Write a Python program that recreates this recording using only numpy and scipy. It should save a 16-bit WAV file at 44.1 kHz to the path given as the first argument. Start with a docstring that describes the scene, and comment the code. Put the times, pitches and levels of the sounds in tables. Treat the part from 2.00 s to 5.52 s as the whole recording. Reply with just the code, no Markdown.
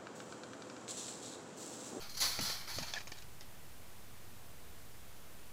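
"""Ringing rattles of wire mesh, with dull thumps: a raccoon lunges and turns in a cage trap at night.
Each shake sets the wires chattering against each other; its body thumps the cage floor.
It paws at the door: dry clacks on damped metal, one squeak of a claw along a wire, a few last ticks.
Steady hiss and a faint hum lie underneath."""
import sys
import numpy as np
from scipy import signal
from scipy.fft import rfft, irfft
from scipy.io import wavfile

SR = 44100
rng = np.random.default_rng(int(sys.argv[2]) if len(sys.argv) > 2 else 0)


def to_wav(sig):
    """Store sig (one row per channel, or 1-D mono) as 16-bit WAV at the path in sys.argv[1].

    Samples outside -1..1 are clipped; the rate is SR.
    """
    pcm = np.clip(np.atleast_2d(sig), -1, 1) * 32767
    pcm = np.round(pcm).astype(np.int16)
    wavfile.write(sys.argv[1], SR, pcm.T)  # frames by channels


N = 155232
HZ = np.maximum(np.fft.rfftfreq(N, 1 / SR), 1)
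RING_S = np.arange(int(.7 * SR)) / SR
BASS_BELOW_HZ, LOWS_BELOW_HZ, TREBLE_ABOVE_HZ = 780, 2780, 7200

# long-ringing wires: (frequency [Hz], relative level [dB])
WIRE_RINGS = [(807, -2), (1093, -4.5), (1334, -0.5), (1394, 0.5), (1760, -8.5), (2245, -2.5), (3160, -6),
              (3595, -7), (4156, 7), (4320, 3.5), (4460, 8), (4574, 0.5), (5340, -7), (5910, 2.5)]
# dense weaker mesh modes: (frequency [Hz], relative density [dB])
MESH_SPECTRUM = [(250, -19.5), (480, -20), (700, -15.5), (950, -12), (1350, -13.5), (1900, -13),
                 (2300, -9.5), (2700, -18), (3200, -7.5), (3700, -10.5), (4400, 0), (5000, -5.5),
                 (6300, -9), (7200, -15.5), (8800, -22.5), (11300, -16.5), (12700, -24), (14800, -21)]
# mesh shakes: (time [s], level [dB], chatter length [s], lows [dB], treble [dB])
SHAKES = [(0.003, -46, 0.023, 5.5, 2), (0.094, -49.5, 0.0044, 0, 6), (0.142, -47.5, 0.013, -2, 3),
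          (0.1712, -39, 0.0051, -2, 3.5), (0.203, -31, 0.011, -3, 5.5), (0.2135, -30, 0.016, 2, 0.5),
          (0.241, -38.5, 0.016, 3.5, 10), (0.286, -40, 0.088, 3, 0), (0.3827, -43.5, 0.0058, 1, -6),
          (0.4086, -35.5, 0.028, 1, 6.5), (0.447, -36.5, 0.043, 2.5, 1), (0.494, -38.5, 0.011, 1.5, 3),
          (0.525, -58, 0.03, 16, 13), (0.605, -54.5, 0.008, 12, 1), (0.6743, -47, 0.0042, 9, 6),
          (0.684, -43, 0.025, 5.5, 5), (0.735, -41.5, 0.029, -7, 3), (0.797, -49.5, 0.031, 8.5, 5.5),
          (0.872, -45.5, 0.02, 6, 1)]


def mesh_rattles(mesh_t60_s=0.53, wire_t60_s=0.32, wires_db=-6, clash_db=3.5, clash_t60_s=0.032):
    """Shaken wires strike each other: each contact crashes briefly, then mesh and wires ring."""
    out = np.zeros(N)
    wire_hz, wire_db = np.transpose(WIRE_RINGS)
    wires = modes(wire_hz, wire_t60_s)
    mesh_gain = rms_one(at_hz(MESH_SPECTRUM, HZ))
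    mesh_decay = np.hypot(decay(mesh_t60_s), from_db(clash_db) * decay(clash_t60_s))
    for s, db, length_s, lows_db, treble_db in SHAKES:
        tilt_db = lows_db * lows(HZ, LOWS_BELOW_HZ) + treble_db * (1 - lows(HZ, TREBLE_ABOVE_HZ))
        mesh = noise(mesh_gain * from_db(tilt_db))[:len(RING_S)] * mesh_decay
        strength = from_db(wire_db + wires_db + lows_db * lows(wire_hz, LOWS_BELOW_HZ))
        strength /= np.linalg.norm(from_db(wire_db))
        ring = mesh / np.sqrt(2) + (strength * rng.choice([-1, 1], len(wire_hz))) @ wires
        add(out, s, from_db(db) * signal.fftconvolve(chatter(length_s), ring))
    return out


# damped door modes: (frequency [Hz], relative level [dB], T60 [s])
DOOR_RINGS = [(650, -2, 0.012), (1100, -6.5, 0.0094), (1770, -4.5, 0.013), (2380, -0.5, 0.013),
              (3090, -5, .017), (3900, -2, 0.012), (4620, 1, 0.011), (5380, -0.5, .019), (5800, 1, 0.01),
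              (6430, 4, 0.0063)]
# claw and door knocks: (time [s], level [dB], chatter length [s], lows [dB], bass [dB])
KNOCKS = [(0.39, -30, .006, 3, 0), (0.4994, -37, .004, 16, -5), (0.785, -29.5, .003, -6, 16),
          (0.8268, -33, .007, -13, 14), (0.869, -44, .0025, -12, -6), (0.893, -45, .007, -14, -1),
          (0.937, -29, .004, -3.5, -1), (0.9565, -37.5, .004, 8, -5), (0.968, -35, .02, 2.5, 6),
          (1.0047, -40.5, .015, 12, -14), (1.072, -42, .0025, 7, -11), (1.0766, -42, .004, 5, 3),
          (1.1185, -36, .0035, 10, 2), (1.151, -50, .012, 14, 0), (1.172, -42.5, .018, 1, -4),
          (1.2224, -47, .003, -7, -4), (1.4092, -42.5, .0025, -15, 0)]


def door_clacks(spread_db=1.5, crack_db=-12.5, tail_db=-16.5, tail_t60_s=0.17, top_hz=6300):
    """Each knock is a few quick contacts on damped metal, with a noisy crack and a faint tail."""
    out = np.zeros(N)
    hz, mode_db, t60_s = np.transpose(DOOR_RINGS)
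    door = modes(hz, t60_s)
    band = signal.butter(4, [hz.min(), top_hz], "band", fs=SR, output="sos")
    grit_decay = from_db(crack_db) * decay(t60_s.min()) + from_db(tail_db) * decay(tail_t60_s)
    for s, db, length_s, lows_db, bass_db in KNOCKS:
        tilt_db = lows_db * lows(hz, LOWS_BELOW_HZ) + bass_db * lows(hz, BASS_BELOW_HZ)
        strength = from_db(mode_db + tilt_db + spread_db * rng.standard_normal(len(hz)))
        ring = (strength * rng.choice([-1, 1], len(hz))) @ door / np.linalg.norm(from_db(mode_db))
        grit = rms_one(signal.sosfilt(band, rng.standard_normal(len(RING_S))))
        knock = signal.fftconvolve(chatter(length_s), ring + grit * grit_decay)
        knock *= np.sqrt(0.0017 * SR) / np.linalg.norm(knock)   # energy of 1.7 ms at rms 1
        add(out, s, from_db(db) * knock)
    return out


# claw drag: (time [s], level [dB], length [s], pitch [Hz])
CLAW_DRAGS = [(0.962, -43, .027, 1750)]


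def claw_squeak():
    """A claw drags along a wire: a short, rough tone."""
    return swells(CLAW_DRAGS, width_hz=190)


# body landings: (time [s], level [dB], length [s], pitch [Hz])
LANDINGS = [(0.388, -44, 0.027, 185), (0.412, -48.5, 0.048, 158), (0.462, -57.5, 0.067, 119),
            (0.764, -47.5, 0.025, 113), (0.788, -54, 0.022, 256), (0.802, -49.5, 0.04, 138)]


def floor_thumps():
    """The body lands on the cage floor: low, dull pulses."""
    return swells(LANDINGS, width_hz=110)


# hiss: (frequency [Hz], density [dB re 1/Hz])
HISS_SPECTRUM = [(20, -82), (45, -87.5), (80, -82), (130, -84.5), (250, -90), (500, -92.5), (850, -94),
                 (2000, -98), (5000, -102.1), (10000, -103.1), (15500, -103.1)]
# hum: (frequency [Hz], level [dB])
HUM_TONES = [(61, -68), (113, -70)]


def background():
    """Even hiss and a faint hum of narrow, wavering noise bands."""
    hiss = noise(at_hz(HISS_SPECTRUM, HZ) * np.sqrt(SR / 2))
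    hum = sum(from_db(db) * resonant_noise(hz, width_hz=5) for hz, db in HUM_TONES)
    return hiss + hum


def chatter(length_s, contacts_per_s=950, spread_db=4, first_db=6):
    """A first contact and an uneven run of mostly smaller ones; energy 1."""
    times_s = np.cumsum(rng.exponential(1, 200)) / contacts_per_s
    sizes = from_db(spread_db * rng.standard_normal(200)) * rng.choice([-1, 1], 200)
    inside = times_s < length_s
    clicks = np.zeros(int(length_s * SR) + 2)
    clicks[(times_s[inside] * SR).astype(int)] = sizes[inside]
    clicks[0] = from_db(first_db)
    return clicks / np.linalg.norm(clicks)


def swells(rows, width_hz):
    """Short unsteady tones that swell and fade."""
    out = np.zeros(N)
    for s, db, length_s, hz in rows:
        envelope = np.sin(np.linspace(0, 1, int(length_s * SR)) ** .75 * np.pi)
        tone = resonant_noise(hz, width_hz)[:len(envelope)]
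        add(out, s, from_db(db) * rms_one(envelope * tone))
    return out


def modes(hz, t60_s):
    """Decaying sines, one row per mode."""
    return np.sin(2 * np.pi * hz[:, None] * RING_S) * decay(t60_s)


def decay(t60_s):
    """Exponential decay, one row per T60."""
    return np.exp(-np.log(1000) * RING_S / np.asarray(t60_s)[..., None])


def noise(gain):
    """Noise with this gain at each frequency."""
    return irfft(rfft(rng.standard_normal(N)) * gain, N)


def resonant_noise(hz, width_hz):
    """Noise in one steep resonance, rms 1."""
    return rms_one(noise(1 / (1 + ((HZ - hz) / (width_hz / 2)) ** 2)))


def lows(hz, corner_hz):
    """Shelf weight: 1 well below the corner, 0 well above."""
    return 1 / (1 + (hz / corner_hz) ** 6)


def at_hz(spectrum, hz):
    """Gain of a spectrum table at these frequencies."""
    points_hz, db = np.transpose(spectrum)
    return from_db(np.interp(np.log(hz), np.log(points_hz), db))


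def from_db(db):
    return 10 ** (np.asarray(db) / 20)


def rms_one(x):
    return x / np.sqrt(np.mean(x ** 2) + 1e-20)


def add(out, s, x):
    """Mix x in at time s."""
    start = int(s * SR)
    out[start:start + len(x)] += x[:N - start]


def scene():
    """The cage on a lawn in open air, the same in both channels."""
    mono = background() + mesh_rattles() + door_clacks() + claw_squeak() + floor_thumps()
    return np.array([mono, mono])


def record(dry):
    """Steep treble cut and a small constant offset."""
    cutoff_hz, offset = 15560, .0046
    lowpass = signal.firwin(301, cutoff_hz, window=("kaiser", 8), fs=SR)
    return signal.fftconvolve(dry, lowpass[None], "same", axes=1) + offset


dry = scene()
out = record(dry)
to_wav(out)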